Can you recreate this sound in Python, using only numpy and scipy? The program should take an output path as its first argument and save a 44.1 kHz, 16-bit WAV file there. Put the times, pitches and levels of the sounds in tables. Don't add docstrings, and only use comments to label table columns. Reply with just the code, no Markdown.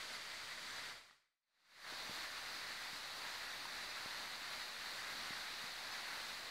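import sys
import numpy as np
from scipy import signal
from scipy.fft import rfft, irfft
from scipy.io import wavfile
from scipy.ndimage import uniform_filter1d

SR = 44100
rng = np.random.default_rng(int(sys.argv[2]) if len(sys.argv) > 2 else 0)


def transcribe(u):
    v = np.clip(np.atleast_2d(u).T, -1, 1)
    q = np.round(v * 32767).astype(np.int16)
    wavfile.write(sys.argv[1], SR, q)


def gain_from_db(level_db):
    decades = np.asarray(level_db, float) / 20
    return 10 ** decades


N = 286650

# pitch_hz, level_db (dB per Hz)
NEAR_COLOUR = [(18, -41), (30, -9.5), (130, -15), (257, -11.5), (423, -12.5), (695, -6.5), (1930, -0.5),
               (2260, -4), (3180, -8.5), (4130, -2), (4580, -3), (5360, -11.5), (8600, -19), (11500, -22),
               (15700, -27)]
# time_s, level_db
FADER = [
    (.9, 0),
    (1.402, -49),
    (1.902, 0),
]
USUAL_DB = -48
STFT = dict(fs=SR, nperseg=2048, noverlap=1792)


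def evened(x):
    return x / np.sqrt(np.mean(x ** 2) + 1e-30)


def read(points, hz):
    f, value = np.transpose(points)
    return np.interp(np.log(hz + 1), np.log(f + 1), value)


def add(mix, s, sound):
    part = mix[round(s * SR) - len(sound) // 2:][:len(sound)]
    part += sound[:len(part)]


def hump(hz, centre_hz, octaves):
    return np.exp(-.5 * (np.log2((hz + 1) / centre_hz) / octaves) ** 2)


def smooth_noise(shape, first, second):
    noise = uniform_filter1d(rng.standard_normal(shape), size=first, axis=0)
    return uniform_filter1d(noise, size=second, axis=1)


def splashes(per_s=5000, spread_db=0.5, cycles=6.0):
    out, t = np.zeros(N), np.arange(600) / SR
    for hz in np.geomspace(500, 15000, 30):
        struck = rng.random(N) < per_s / 30 / SR
        sizes = gain_from_db(spread_db * np.minimum(rng.exponential(1, N), 5)) * struck
        turns = hz * t * (1 + 0.049 * hz * t / cycles)
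        grain = np.sin(2 * np.pi * turns) * hz * t * np.exp(-3 * hz * t / cycles)
        out += signal.oaconvolve(sizes * rng.choice([-1, 1], N), grain * hz)[:N]
    return evened(out)


def whitened(z):
    power = (abs(z) ** 2).mean(1)
    return z / np.sqrt(uniform_filter1d(power, size=9))[:, None]


def falling_water():
    hz, t, grains = signal.stft(splashes(), **STFT)
    wash = signal.stft(rng.standard_normal(N), **STFT)[2]
    share = 0.35 * hump(hz, 1800, 1.12)[:, None]
    return hz, t, np.sqrt(share) * whitened(grains) + np.sqrt(1 - share) * whitened(wash)


def spot_colour(hz, t):
    # pitch_hz, level_db (dB per Hz)
    far_colour = [(18, -43), (30, -22), (49, -8.5), (134, -14.5), (231, -12.5), (371, -13), (660, -8),
                  (793, -9.5), (977, -5.5), (2040, -0.5), (2710, -8), (4710, -4), (5360, -12), (8160, -17),
                  (15700, -30.5)]
    # centre_hz, width_octaves, level_db
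    resonances = [(45, .15, 3), (67, 0.14, -10.5), (586, .08, 1), (2030, 0.037, 1), (3750, 0.063, 1.4),
                  (4460, .06, 0), (5830, 0.034, 1), (5250, 0.033, -0.5), (11400, 0.042, 1)]
    detail_db = sum(db * hump(hz, centre, octaves) for centre, octaves, db in resonances)
    far = evened(gain_from_db(read(far_colour, hz) + detail_db))
    near = evened(gain_from_db(read(NEAR_COLOUR, hz) + detail_db))
    return np.where(t < FADER[1][0], far[:, None], near[:, None])


def flow_level(t):
    # time_s, level_db
    flow_far = [
        (0.0, -49.5),
        (0.154, -47.5),
        (0.218, -50),
        (0.88, -49),
    ]
    # time_s, level_db
    flow_near = [(1.92, -49), (2.15, -47), (2.3, -49), (2.39, -47), (2.42, -48), (4.47, -48), (4.51, -47),
                 (4.66, -48.5), (5.26, -47), (5.77, -48.5), (5.84, -47.5), (6.18, -47), (6.36, -48),
                 (6.5, -49)]
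    flow_db = np.interp(t, *np.transpose(flow_far + flow_near)) - USUAL_DB
    rustle_s, rustle_db, rustle_half_s = 1.145, 3, .06
    return flow_db + rustle_db * np.exp(-((t - rustle_s) / rustle_half_s) ** 2)


def wandering(hz, t):
    # centre_hz, width_octaves, swing_db
    parts = [
        (1800, 0.3, 0.88),
        (10000, 0.42, 0.06),
        (890, .85, 0.57),
    ]
    drifts = smooth_noise((len(t), 3), 20, 1)
    lift_db = 0
    for (centre, octaves, db), drift in zip(parts, drifts.T):
        drift = uniform_filter1d(drift, size=12)
        lift_db = lift_db + db * evened(drift) * hump(hz[:, None], centre, octaves)
    return lift_db


def waterfall(patchy_db=0.44, gust_db=0.44):
    hz, t, z = falling_water()
    patches = evened(smooth_noise(z.shape, 24, 16))
    gusts = uniform_filter1d(uniform_filter1d(rng.standard_normal(len(t)), size=8), size=6)
    gusts = evened(gusts)
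    level_db = 1.1 * flow_level(t) + patchy_db * patches + gust_db * gusts + wandering(hz, t)
    water = signal.istft(z * spot_colour(hz, t) * gain_from_db(level_db), **STFT)[1][:N]
    return gain_from_db(USUAL_DB) * evened(water)


def handling():
    # time_s, peak_db, pitch_hz, length_cycles, shell_knock_db
    bumps = [
        (0.439, -62, 120, 1.1, -20),
        (1.925, -52.5, 330, 1.2, -4),
        (2.096, -45, 215, 0.62, -10),
        (2.111, -53, 280, 0.67, 1),
        (2.932, -55, 160, 0.69, -8),
        (4.0606, -46.5, 211, 0.48, -6),
        (5.308, -46, 225, 0.69, -15),
        (5.641, -52, 200, 0.71, -15),
    ]
    # time_s, peak_db, ring_hz, decay_s (to -60 dB)
    clicks = [
        (1.087, -38, 1500, .015),
        (1.097, -35, 1900, .02),
        (1.110, -29.5, 1270, 0.0087),
        (1.128, -35, 1900, .015),
        (1.78, -51, 4000, .01),
        (3.645, -52, 10500, .01),
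        (3.656, -52, 10800, .01),
        (3.654, -40.5, 950, .02),
        (3.13, -55, 8000, .008),
        (5.94, -48, 4300, .01),
    ]
    out, t = np.zeros(N), np.arange(-900, 901) / SR
    for s, db, hz, cycles, knock_db in bumps:
        fall = np.where(t < 0, 1.6, 1.0) * t * hz / cycles
        turns = hz * t * np.exp(-.15 * hz * t)
        push = np.cos(2 * np.pi * turns) * np.exp(-fall ** 2)
        knock = gain_from_db(knock_db) * np.cos(2 * np.pi * 540 * t) * np.exp(-(t / 0.0024) ** 2)
        add(out, s, gain_from_db(db) * (push + knock))
    after = np.maximum(t, 0)
    for s, db, hz, decay_s in clicks:
        onset = np.minimum(after / 0.00026, 1)
        add(out, s, gain_from_db(db - 60 * after / decay_s) * np.sin(2 * np.pi * hz * after) * onset)
    return out


def scene():
    return np.tile(waterfall() + handling(), (2, 1))


def treble_dropouts(x, from_hz=10000, top_hz=15740, most=1.6, depth_db=-36):
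    hz, t, z = signal.stft(x, SR, nperseg=1024, noverlap=768)
    luck = evened(smooth_noise(z.shape, 4, 16))
    bar = most + 1.1 * np.clip((top_hz - hz) / (top_hz - from_hz), 0, 9)[:, None] ** 2
    lost = np.clip((luck - bar) * 8 + .5, 0, 1)
    z = z * gain_from_db(depth_db * lost) * (hz[:, None] < top_hz)
    return signal.istft(z, SR, nperseg=1024, noverlap=768)[1][:N]


def ear_differences():
    # time_s, low_hz, high_hz
    bands = [(.378, 12400, 13800), (.425, 12400, 13800), (.705, 6200, 7600), (.775, 4200, 5670),
             (.775, 12400, 13800), (1.078, 6900, 9000), (2.26, 13800, 15200), (2.563, 4210, 5670),
             (2.563, 11700, 13100), (3.075, 8300, 9700), (3.167, 7600, 10400), (3.585, 9000, 11700),
             (3.91, 4150, 5200), (3.91, 5700, 6900), (4.63, 4600, 5700), (4.63, 8300, 9700),
             (5.49, 14500, 15700), (5.93, 4600, 6300), (5.93, 9000, 12500), (5.93, 13100, 14500),
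             (6.465, 9000, 10400), (6.465, 14500, 15700)]
    out, hz = np.zeros(N + 2048), np.fft.rfftfreq(1280, 1 / SR)
    noise = rfft(rng.standard_normal((len(bands), 1280))) * evened(gain_from_db(read(NEAR_COLOUR, hz)))
    for (s, low_hz, high_hz), puff in zip(bands, noise):
        puff = irfft(puff * (hz > low_hz) * (hz < high_hz))
        add(out, s, gain_from_db(-50.5) * puff * signal.windows.tukey(1280, .5))
    return out[:N] * np.array([[1], [-1]])


def low_pass(x):
    return signal.sosfilt(signal.butter(12, 15900, fs=SR, output="sos"), x)


def record(dry):
    offset = -.00032
    s, db = np.transpose(FADER)
    fader = gain_from_db(np.interp(np.arange(N) / SR, s, db))
    faded = (treble_dropouts(dry[0]) + offset + ear_differences()) * fader
    hiss = gain_from_db(-104) * rng.standard_normal(N)
    return low_pass(faded + hiss)


dry = scene()
out = record(dry)
transcribe(out)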